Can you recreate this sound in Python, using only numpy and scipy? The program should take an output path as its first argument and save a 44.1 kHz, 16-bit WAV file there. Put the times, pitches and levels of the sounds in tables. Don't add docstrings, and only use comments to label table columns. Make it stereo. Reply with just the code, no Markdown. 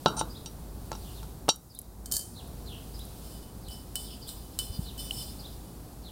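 import sys
import numpy as np
from scipy import signal
from scipy.fft import rfft, irfft, next_fast_len
from scipy.io import wavfile
from scipy.ndimage import uniform_filter1d, minimum_filter1d, map_coordinates

SR = 44100
rng = np.random.default_rng(int(sys.argv[2]) if len(sys.argv) > 2 else 0)


def put_to_file(sound):
    columns = np.atleast_2d(sound).T
    safe = np.clip(columns, -1, 1)
    whole_steps = np.round(safe * 32767)
    wavfile.write(sys.argv[1], SR, whole_steps.astype(np.int16))


N = 269451
TIME = np.arange(N) / SR
AGE = TIME[:SR // 2]


def amp(db):
    return 10 ** (np.asarray(db) / 20)


def unit(x):
    return x / np.sqrt(np.mean(x ** 2) + 1e-20)


def unit_attack(x):
    return x / np.sqrt(np.mean(x[..., :SR // 100] ** 2))


def along(points, hz):
    f, v = np.transpose(points)
    return np.interp(np.log(hz + 1), np.log(f), v)


def level(rows):
    return amp(np.interp(TIME, *np.transpose(rows)))


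def wobble(rate):
    knots = rng.standard_normal(int(N * rate / SR) + 4)
    return map_coordinates(knots, [TIME * rate])


def filtered(x, response):
    n = x.shape[-1]
    padded = next_fast_len(n + SR // 10)
    hz = np.fft.rfftfreq(padded, 1 / SR)
    return irfft(rfft(x, padded) * response(hz), padded)[..., :n]


def add(track, s, sound):
    part = track[:, round(s * SR):][:, :sound.shape[-1]]
    part += sound[..., :part.shape[-1]]


def noise(spectrum, alike, size):
    def mid_and_side(hz):
        angle = np.arccos(np.clip(along(alike, hz), -1, 1)) / 2
        return amp(along(spectrum, hz)) * [np.cos(angle), np.sin(angle)]

    mid, side = filtered(rng.standard_normal((2, size)), mid_and_side)
    return unit(np.array([mid + side, mid - side]))


def ringer(modes, lead, spread, scatter_db):
    hz, db, t60 = np.transpose(modes)
    decays = amp(-60 * AGE / t60[:, None]) * np.exp(2j * np.pi * hz[:, None] * AGE)

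    def ring():
        port_phase = np.array([[.5], [-.5]]) * rng.normal(lead, spread, len(hz))
        phase = rng.uniform(0, 2 * np.pi, len(hz)) + port_phase
        strength = amp(db + scatter_db * rng.standard_normal((2, len(hz))))
        tones = np.einsum("cm,mt->ct", strength * np.exp(1j * phase), decays).real
        knots = AGE[::100]
        buzz = np.interp(AGE, knots, rng.standard_normal(len(knots)))
        chatter = .4 * np.exp(-AGE / .012)
        return unit_attack(tones * (1 + buzz * chatter))
    return ring


def crack(spectrum, t60, alike, tail_db, tail_t60, attack_s=0.0012):
    burst = noise(spectrum, [(1000, alike)], len(AGE)) * amp(-60 * AGE / t60)
    scatter = noise(spectrum, [(1000, .1)], len(AGE)) * amp(tail_db - 60 * AGE / tail_t60)
    return unit_attack((burst + scatter) * (1 - np.exp(-AGE / attack_s)))


def contact(x, hz, sharpness):
    w = 2 * np.tan(np.pi * min(hz, SR / 2 - 1000) / SR)
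    b, a = signal.bilinear([w * w], [1, w / sharpness, w * w])
    return signal.lfilter(b, a, x)


def stroke(s, rise, hold, fade_db):
    attack = np.clip((TIME - s) / max(rise, 1 / SR), 0, 1)
    return attack * amp(-abs(fade_db) * np.maximum(TIME - s - rise - hold, 0))


def rub(pressure, ring, rate, grain_db, damping_db):
    spurts = amp(grain_db * np.tanh(wobble(40)))
    slips = (rng.random(N) < rate / SR) * rng.standard_normal(N) * spurts
    force = unit(slips) * pressure
    body = ring() * amp(-abs(damping_db) * AGE)
    return signal.fftconvolve(force[None], body / np.linalg.norm(body[0]), axes=1)[:, :N]


def lagged(x, lag):
    return filtered(x, lambda hz: np.exp(1j * np.pi * hz * lag * np.array([[-1], [1]])))


# frequency in Hz, relative level in dB.
RUMBLE_COLOUR = [(15, -14), (33, -17), (54, 0.5), (75, -4.5), (190, -9.5), (400, -16.5), (600, -22),
                 (750, -20), (1920, -36.5), (2600, -41.5), (3400, -85)]
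# time in seconds, level in dB.
RUMBLE_LEVEL = [(0, -44), (1.2, -43.5), (2.0, -45.5), (2.35, -43), (2.8, -43.5), (4.3, -45.5), (5.15, -43),
                (6.1, -45.5)]
# frequency in Hz, left-right likeness from 0 to 1.
LIKENESS = [(60, 0.85), (130, 0.96), (290, 0.82), (640, 0.63), (1410, 0.48), (3100, 0.039), (6820, 0.15),
            (15000, 1)]
# frequency in Hz, relative level in dB.
HISS_COLOUR = [(1200, -41), (2500, 1.5), (4500, 7.5), (6500, 2.5), (9000, 5.5), (12000, 4), (15700, 1.5)]
# time in seconds, level in dB, to which HISS_DB is added.
HISS_LEVEL = [(0.0, -54.5), (0.73, -58), (1.12, -52), (1.67, -66), (2.09, -65), (2.21, -58), (3.27, -52.5),
              (3.5, -58.5), (4.99, -54.5), (5.11, -49.5), (5.65, -56.5), (6.11, -59.5)]
HISS_DB = 2
HUM_HZ, HUM_DB = 52.6, -45.5


def background():
    rumble = noise(RUMBLE_COLOUR, LIKENESS, N) * level(RUMBLE_LEVEL) * amp(0.2 * wobble(5.07))
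    hum_hz = HUM_HZ + 2.26 * wobble(20)
    hum = np.sin(2 * np.pi * np.cumsum(hum_hz) / SR) * amp(HUM_DB + 0.69 * wobble(22.5))
    breeze_colour = [(15, 7), (60, -6), (200, 9), (600, -49), (1500, -120)]  # Hz, dB
    breeze = noise(breeze_colour, [(100, 0)], N) * amp(-66.0 + 3.7 * wobble(6.7))
    hiss = noise(HISS_COLOUR, LIKENESS, N) * level(HISS_LEVEL) * amp(HISS_DB)
    lean = amp([[.9], [-.9]])
    return (rumble + hum) * lean + breeze + hiss


# start in seconds, push of air in dB, wall ring in dB,
# contact resonance in Hz, damping by the stone in dB/s.
PAN_HITS = [(.0597, -5, -26, 3620, 30), (0.082, -50, -39.5, 9100, 200), (.212, -19.5, -42, 3140, 50),
            (.460, -66, -38.5, 8000, 209), (.917, -29.5, -51.5, 7200, 300), (0.929, -38, -44.5, 3670, 300),
            (.952, -45, -49.5, 5500, 300), (1.2305, -46, -55, 10000, 400), (1.4825, -22.5, -33, 1980, 510),
            (1.489, -0.5, -19.5, 11000, 949), (1.4915, -29, -6.5, 5400, 653.5),
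            (1.496, -32, -13, 5900, 800), (1.501, -23, -22.5, 8000, 10)]
# frequency in Hz, relative level in dB, t60 in seconds.
WALL_MODES = [(2720, -6, .06), (2900, -8, .14), (3150, -8, .13), (3745, -3, .18), (3919, 0, .18),
              (4510, -7, .2), (4651, -10, .13), (4856, -11, .15), (5562, -2, .14), (5665, 0, .19),
              (5850, -7, .17), (6164, -12, .11), (6480, -13, .14), (7065, -5, .14), (7260, -10, .12),
              (8200, -11, .13), (8366, -10, .16), (8670, -6, .11), (8866, -5, .14), (10050, -7, .08),
              (10400, -10, .1), (11400, -15, .1), (11900, -7, .17), (14450, -14, .15)]
# frequency in Hz, relative level in dB, t60 in seconds.
BOTTOM_MODES = [(160, -9, .15), (330, -9, .14), (522, -11, .09), (740, -3, .05), (880, 5, .08),
                (1080, -5, .06), (1340, -2, .17), (1440, -11, .08)]
# frequency in Hz, relative level in dB.
PAN_CRACK = [(200, -22), (800, -12), (2000, -12), (4000, 8), (8000, 6), (16000, -1)]
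# start in seconds, length of the hold in seconds, level in dB.
DRAGS = [(.166, 0.028, -30.5), (0.191, 0.0057, -25.5), (0.457, 0.0048, -41)]
# frequency in Hz, relative level in dB.
DRAG_RASP = [(2000, -30), (5000, -8), (6000, 6), (7700, -10), (8900, 12), (10000, -20), (15000, -24)]
PUSH_S = 0.00026
BOTTOM_DB, BOTTOM_GROWS = -14.5, 0.69
SETTLE_S, LASTING = 0.021, 0.19
PAN_CRACK_DB = 1
DRAG_ATTACK_S, DRAG_FADE_DB_PER_S = 0.0013, 896.5
DRAG_WALL_DB, DRAG_BOTTOM_DB, DRAG_RASP_DB = -8, -6, -5.5
PAN_LAG_S = 4e-5


def pan():
    out = np.zeros((2, N))
    wall = ringer(WALL_MODES, lead=0, spread=1.0, scatter_db=0.0)
    bottom = ringer(BOTTOM_MODES, lead=.2, spread=.3, scatter_db=1)
    u = (AGE - .0011) / PUSH_S
    push = -u * np.exp((1 - u ** 2) / 2)
    settling = LASTING + (1 - LASTING) * np.exp(-AGE / SETTLE_S)
    echo_colour = [(60, -16), (140, 5), (320, 4), (550, -1), (1000, 0), (1450, -2), (1850, -30)]  # Hz, dB
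    for s, blow_db, wall_db, contact_hz, damping_db in PAN_HITS:
        bottom_db = BOTTOM_DB + BOTTOM_GROWS * blow_db
        crack_db = PAN_CRACK_DB + (bottom_db + wall_db) / 2
        damped = amp(-damping_db * AGE)
        echo = noise(echo_colour, [(1000, .75)], len(AGE)) * amp(-60 * AGE / .6)
        low_ring = (bottom() * settling + amp(-11) * echo) * damped
        knock = amp(blow_db) * push + amp(bottom_db) * low_ring
        burst = crack(PAN_CRACK, t60=.013, alike=.5, tail_db=-27, tail_t60=.17, attack_s=.0004)
        metal = amp(wall_db) * wall() * damped + amp(crack_db) * burst
        add(out, s, knock + contact(metal, contact_hz, sharpness=1.5))
    pressure = sum(amp(db) * stroke(s, DRAG_ATTACK_S, length, DRAG_FADE_DB_PER_S)
                   for s, length, db in DRAGS)
    out += amp(DRAG_WALL_DB) * rub(pressure, wall, rate=2500, grain_db=-6, damping_db=300)
    out += amp(DRAG_BOTTOM_DB) * rub(pressure, bottom, rate=2500, grain_db=7.5, damping_db=200)
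    out += amp(DRAG_RASP_DB) * pressure * noise(DRAG_RASP, [(1000, 0.3)], N)
    return lagged(out, PAN_LAG_S) * amp([[.6], [-.6]])


# time into the note in seconds,
# pitch in Hz before detuning and quaver, relative level in dB.
SYLLABLES = [
    [(0, 4600, -12), (.012, 5100, 0), (.028, 4700, -3), (.042, 3600, -25), (.058, 3400, -4),
     (.074, 4100, 0), (.088, 3200, -10)],
    [(0, 5200, -14), (.02, 4600, -9), (.035, 3900, -3), (.048, 4200, 0), (.064, 3450, 1), (.085, 2800, -12)],
    [(0, 4500, -8), (.02, 4100, -1), (.045, 3300, -2), (.07, 3100, 1), (.1, 3000, -3), (.13, 3100, -12)],
]
# start in seconds, level in dB before the two gains below.
SONG = [
    [(.295, -33.5), (1.693, -33), (2.938, -33), (4.217, -31), (5.385, -31.5)],
    [(1.125, -39.5), (2.33, -34), (3.62, -39), (4.83, -33), (6.02, -35.5)],
    [(1.01, -42.5), (2.66, -33.5), (4.04, -38.5)],
]
QUAVER = [0.041, 0.063, 0.081]
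BIRD_DIRECT, BIRD_SCATTER = 0.2, 0.23


def bird():
    out = np.zeros((2, N))
    tremble = wobble(600)
    for syllable, notes, depth in zip(SYLLABLES, SONG, QUAVER):
        t, hz, db = np.transpose(syllable)
        for s, note_db in notes:
            quaver = depth * np.roll(tremble, -round(s * SR))[:len(AGE)]
            detune = 0.0112 * rng.standard_normal()
            pitch = np.interp(AGE, t, hz) * (1 + detune + quaver)
            loudness = amp(note_db + np.interp(AGE, t, db, right=-120))
            add(out, s, loudness * np.sin(2 * np.pi * np.cumsum(pitch) / SR))
    tail = rng.standard_normal((2, len(AGE))) * amp(-60 * AGE / 0.5)
    scattered = signal.fftconvolve(out, tail / np.linalg.norm(tail[0]), axes=1)[:, :N]
    return BIRD_DIRECT * out + BIRD_SCATTER * scattered


# start in seconds, level in dB.
GRIT = [(1.5595, -35), (1.7495, -39.5), (1.789, -29.5), (1.8153, -42), (2.4759, -52), (2.991, -47),
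        (3.0516, -47)]
# frequency in Hz, relative level in dB.
GRIT_SNAP = [(500, -29), (3000, -9), (7000, 4.5), (11000, 20.5), (16000, 3.5)]


def grit():
    out = np.zeros((2, N))
    for s, db in GRIT:
        snap = crack(GRIT_SNAP, t60=0.02, alike=0.16, tail_db=-33, tail_t60=0.29, attack_s=.0002)
        add(out, s, amp(db) * snap)
    return out


# start in seconds, reference level in dB.
RATTLE = [(2.0584, -22), (2.1141, -14), (2.1214, -9), (2.1462, -15.5), (2.1576, -16), (2.1665, -5),
          (2.1756, -40), (2.193, -14), (2.2109, -21)]
# frequency in Hz, relative level in dB, t60 in seconds.
DIAL_MODES = [(1680, -22, .15), (3085, -13, .4), (4495, -6, .16), (4950, -8, .15), (6500, -7, .15),
              (7036, -2, .2), (7241, -7, .22), (7628, -3, .18), (8107, -5, .22), (9216, 1, .2),
              (9400, 2, .17), (9650, -4, .17), (10900, -10, .2), (13370, -2, .22), (13430, -5, .19),
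              (14510, -10, .22)]
# frequency in Hz, relative level in dB.
DIAL_CRACK = [(200, -7), (700, -6), (1500, -20), (2300, -34), (4500, 0.5), (7000, 4), (9500, 10.5),
              (11500, -4), (13300, 3.5), (16000, -9)]
RATTLE_RING_DB, RATTLE_CRACK_DB = -17.5, -15
JITTER_SPAN_S, JITTER_DB = (2.128, 2.152), -17.5
GRIP_DB_PER_S = 134
DIAL_LAG_S = 5e-5


def thermometer():
    out = np.zeros((2, N))
    case = ringer(DIAL_MODES, lead=0, spread=0.63, scatter_db=1)
    jitter = [(s, JITTER_DB) for s in rng.uniform(*JITTER_SPAN_S, size=4)]
    for s, db in list(RATTLE) + jitter:
        tick = crack(DIAL_CRACK, t60=0.017, alike=.6, tail_db=-28, tail_t60=0.55, attack_s=.0008)
        gripped_ring = amp(RATTLE_RING_DB - GRIP_DB_PER_S * AGE) * case()
        add(out, s, amp(db) * (gripped_ring + amp(RATTLE_CRACK_DB) * tick))
    return lagged(out, DIAL_LAG_S)


# start in seconds, tap in dB, lowest mode in dB, its t60 in seconds.
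TAPS = [(3.6842, -46, -51, 0.17), (3.9553, -28.5, -32.5, 0.13), (4.2905, -40, -45, 0.12),
        (4.589, -25.5, -25, .14), (4.9779, -49, -46, .14), (5.109, -42, -6.5, 0.0091)]
# frequency in Hz, relative level in dB,
# t60 in seconds.
STEM_MODES = [(3004, 0, .5), (3090, -7, .12), (3560, -4, .4), (4170, -4, .5), (4743, -2, .54),
              (5012, -5, .6), (5286, -1, .6), (5819, -11, .4), (7250, -11, .2), (7790, -9, .25),
              (8250, -8, .2), (8947, -6, .45), (9033, -8, .3), (9485, -7, .3), (9674, -8, .3),
              (9851, -7, .3), (10345, -7, .27), (11520, -15, .3), (12730, -11, .15), (13170, -11, .25),
              (13560, -10, .25), (14476, -3, .2), (14707, 1, .2), (15400, -5, .08)]
# frequency in Hz, relative level in dB.
PROBE_CRACK = [(400, -28), (1400, -11), (2200, -21), (3200, -10), (5000, -4.5), (6200, -11), (8500, 2.5),
               (11500, -9), (16000, -7.5)]
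# start in seconds, rise in seconds, hold in seconds, level in dB.
STROKES = [(3.21, 0.12, 0.013, -49.5), (3.681, 0.025, 0.022, -47.5), (3.961, 0.029, .02, -39.5),
           (4.267, .015, .01, -40.5), (4.604, 0.017, 0.013, -40.5), (4.765, 0.047, 0.021, -48.5),
           (4.973, .008, 0.026, -40.5), (5.097, 0.04, .08, -40)]
# frequency in Hz, relative level in dB.
RASP = [(2000, -40), (3000, 0), (4800, 6), (6200, -2), (7500, 16), (9500, 20), (11500, 6), (13200, 16),
        (14700, 15), (16000, -8)]
TAP_RING_DB = -8
STROKE_FADE_DB_PER_S = 124
LINGER_DB, LINGER_FADE_DB_PER_S = -7.5, 53
SING_DB, RASP_DB, RASP_FLUTTER_DB = -2.5, -5, 1
STUTTER_PER_S, STUTTER_DB = 32, 3.5
PROBE_LAG_S = 1.5e-5


def probe():
    out = np.zeros((2, N))
    stem = ringer(STEM_MODES, lead=0, spread=0.69, scatter_db=0)
    low_tone = np.sin(2 * np.pi * STEM_MODES[0][0] * AGE) * (1 - np.exp(-AGE / 0.0019))
    for s, tap_db, low_db, low_t60 in TAPS:
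        tick = crack(PROBE_CRACK, t60=.007, alike=.5, tail_db=-26, tail_t60=.15)
        low_mode = low_tone * amp(-60 * AGE / low_t60)
        damped_ring = amp(TAP_RING_DB - 240 * AGE) * stem()
        add(out, s, amp(tap_db) * (tick + damped_ring) + amp(low_db) * low_mode)
    pushes = []
    for s, rise, hold, db in STROKES:
        main = stroke(s, rise, hold, STROKE_FADE_DB_PER_S)
        linger = amp(LINGER_DB) * stroke(s, rise, hold, LINGER_FADE_DB_PER_S)
        pushes.append(amp(db) * np.maximum(main, linger))
    pressure = np.max(pushes, axis=0)
    stutter = amp(STUTTER_DB * wobble(STUTTER_PER_S))
    singing = rub(pressure, stem, rate=2500, grain_db=2.5, damping_db=94) * stutter
    flutter = amp(RASP_DB + RASP_FLUTTER_DB * wobble(70))
    rasp = noise(RASP, [(1000, 1.0)], N) * pressure * flutter
    return lagged(out + amp(SING_DB) * singing + rasp, PROBE_LAG_S)


# centre in seconds, level in dB, frequency in Hz,
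# lean in dB, added on the left and taken from the right.
THUMPS = [(4.706, -35, 62, 14.5), (4.794, -27, 122, -11.5)]


def thumps():
    out = np.zeros((2, N))
    for s, db, hz, lean_db in THUMPS:
        u = np.pi * hz * (TIME - s)
        out += amp([[db + lean_db], [db - lean_db]]) * (2 * u ** 2 - 1) * np.exp(-u ** 2)
    return out


def scene():
    return background() + pan() + bird() + grit() + thermometer() + probe() + thumps()


def gain_control(x, threshold_db, range_db, hold, release_db):
    sensed = filtered(x, lambda hz: hz / np.hypot(hz, 2000))
    power = np.abs(uniform_filter1d(np.mean(sensed ** 2, axis=0), size=260))
    over = np.clip(10 * np.log10(power + 1e-12) - threshold_db, 0, range_db)
    span = 2 * int(hold * SR / 2) + 1
    held = -minimum_filter1d(-over, span, origin=span // 2)
    cut = np.maximum.accumulate(held + release_db * TIME) - release_db * TIME
    return x * amp(-cut)


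TOP_HZ = 15900


def record(dry):
    ducked = gain_control(dry, threshold_db=-19.5, range_db=9.5, hold=0.12, release_db=20.0)
    own_colour = [(1500, -20), (4000, -3), (9000, 0)]  # Hz, dB
    own_hiss = noise(own_colour, [(3000, .2), (12000, .95)], N) * amp(-59)
    return filtered(ducked + own_hiss, lambda hz: 1 / np.sqrt(1 + (hz / TOP_HZ) ** 160))


dry = scene()
out = record(dry)
put_to_file(out)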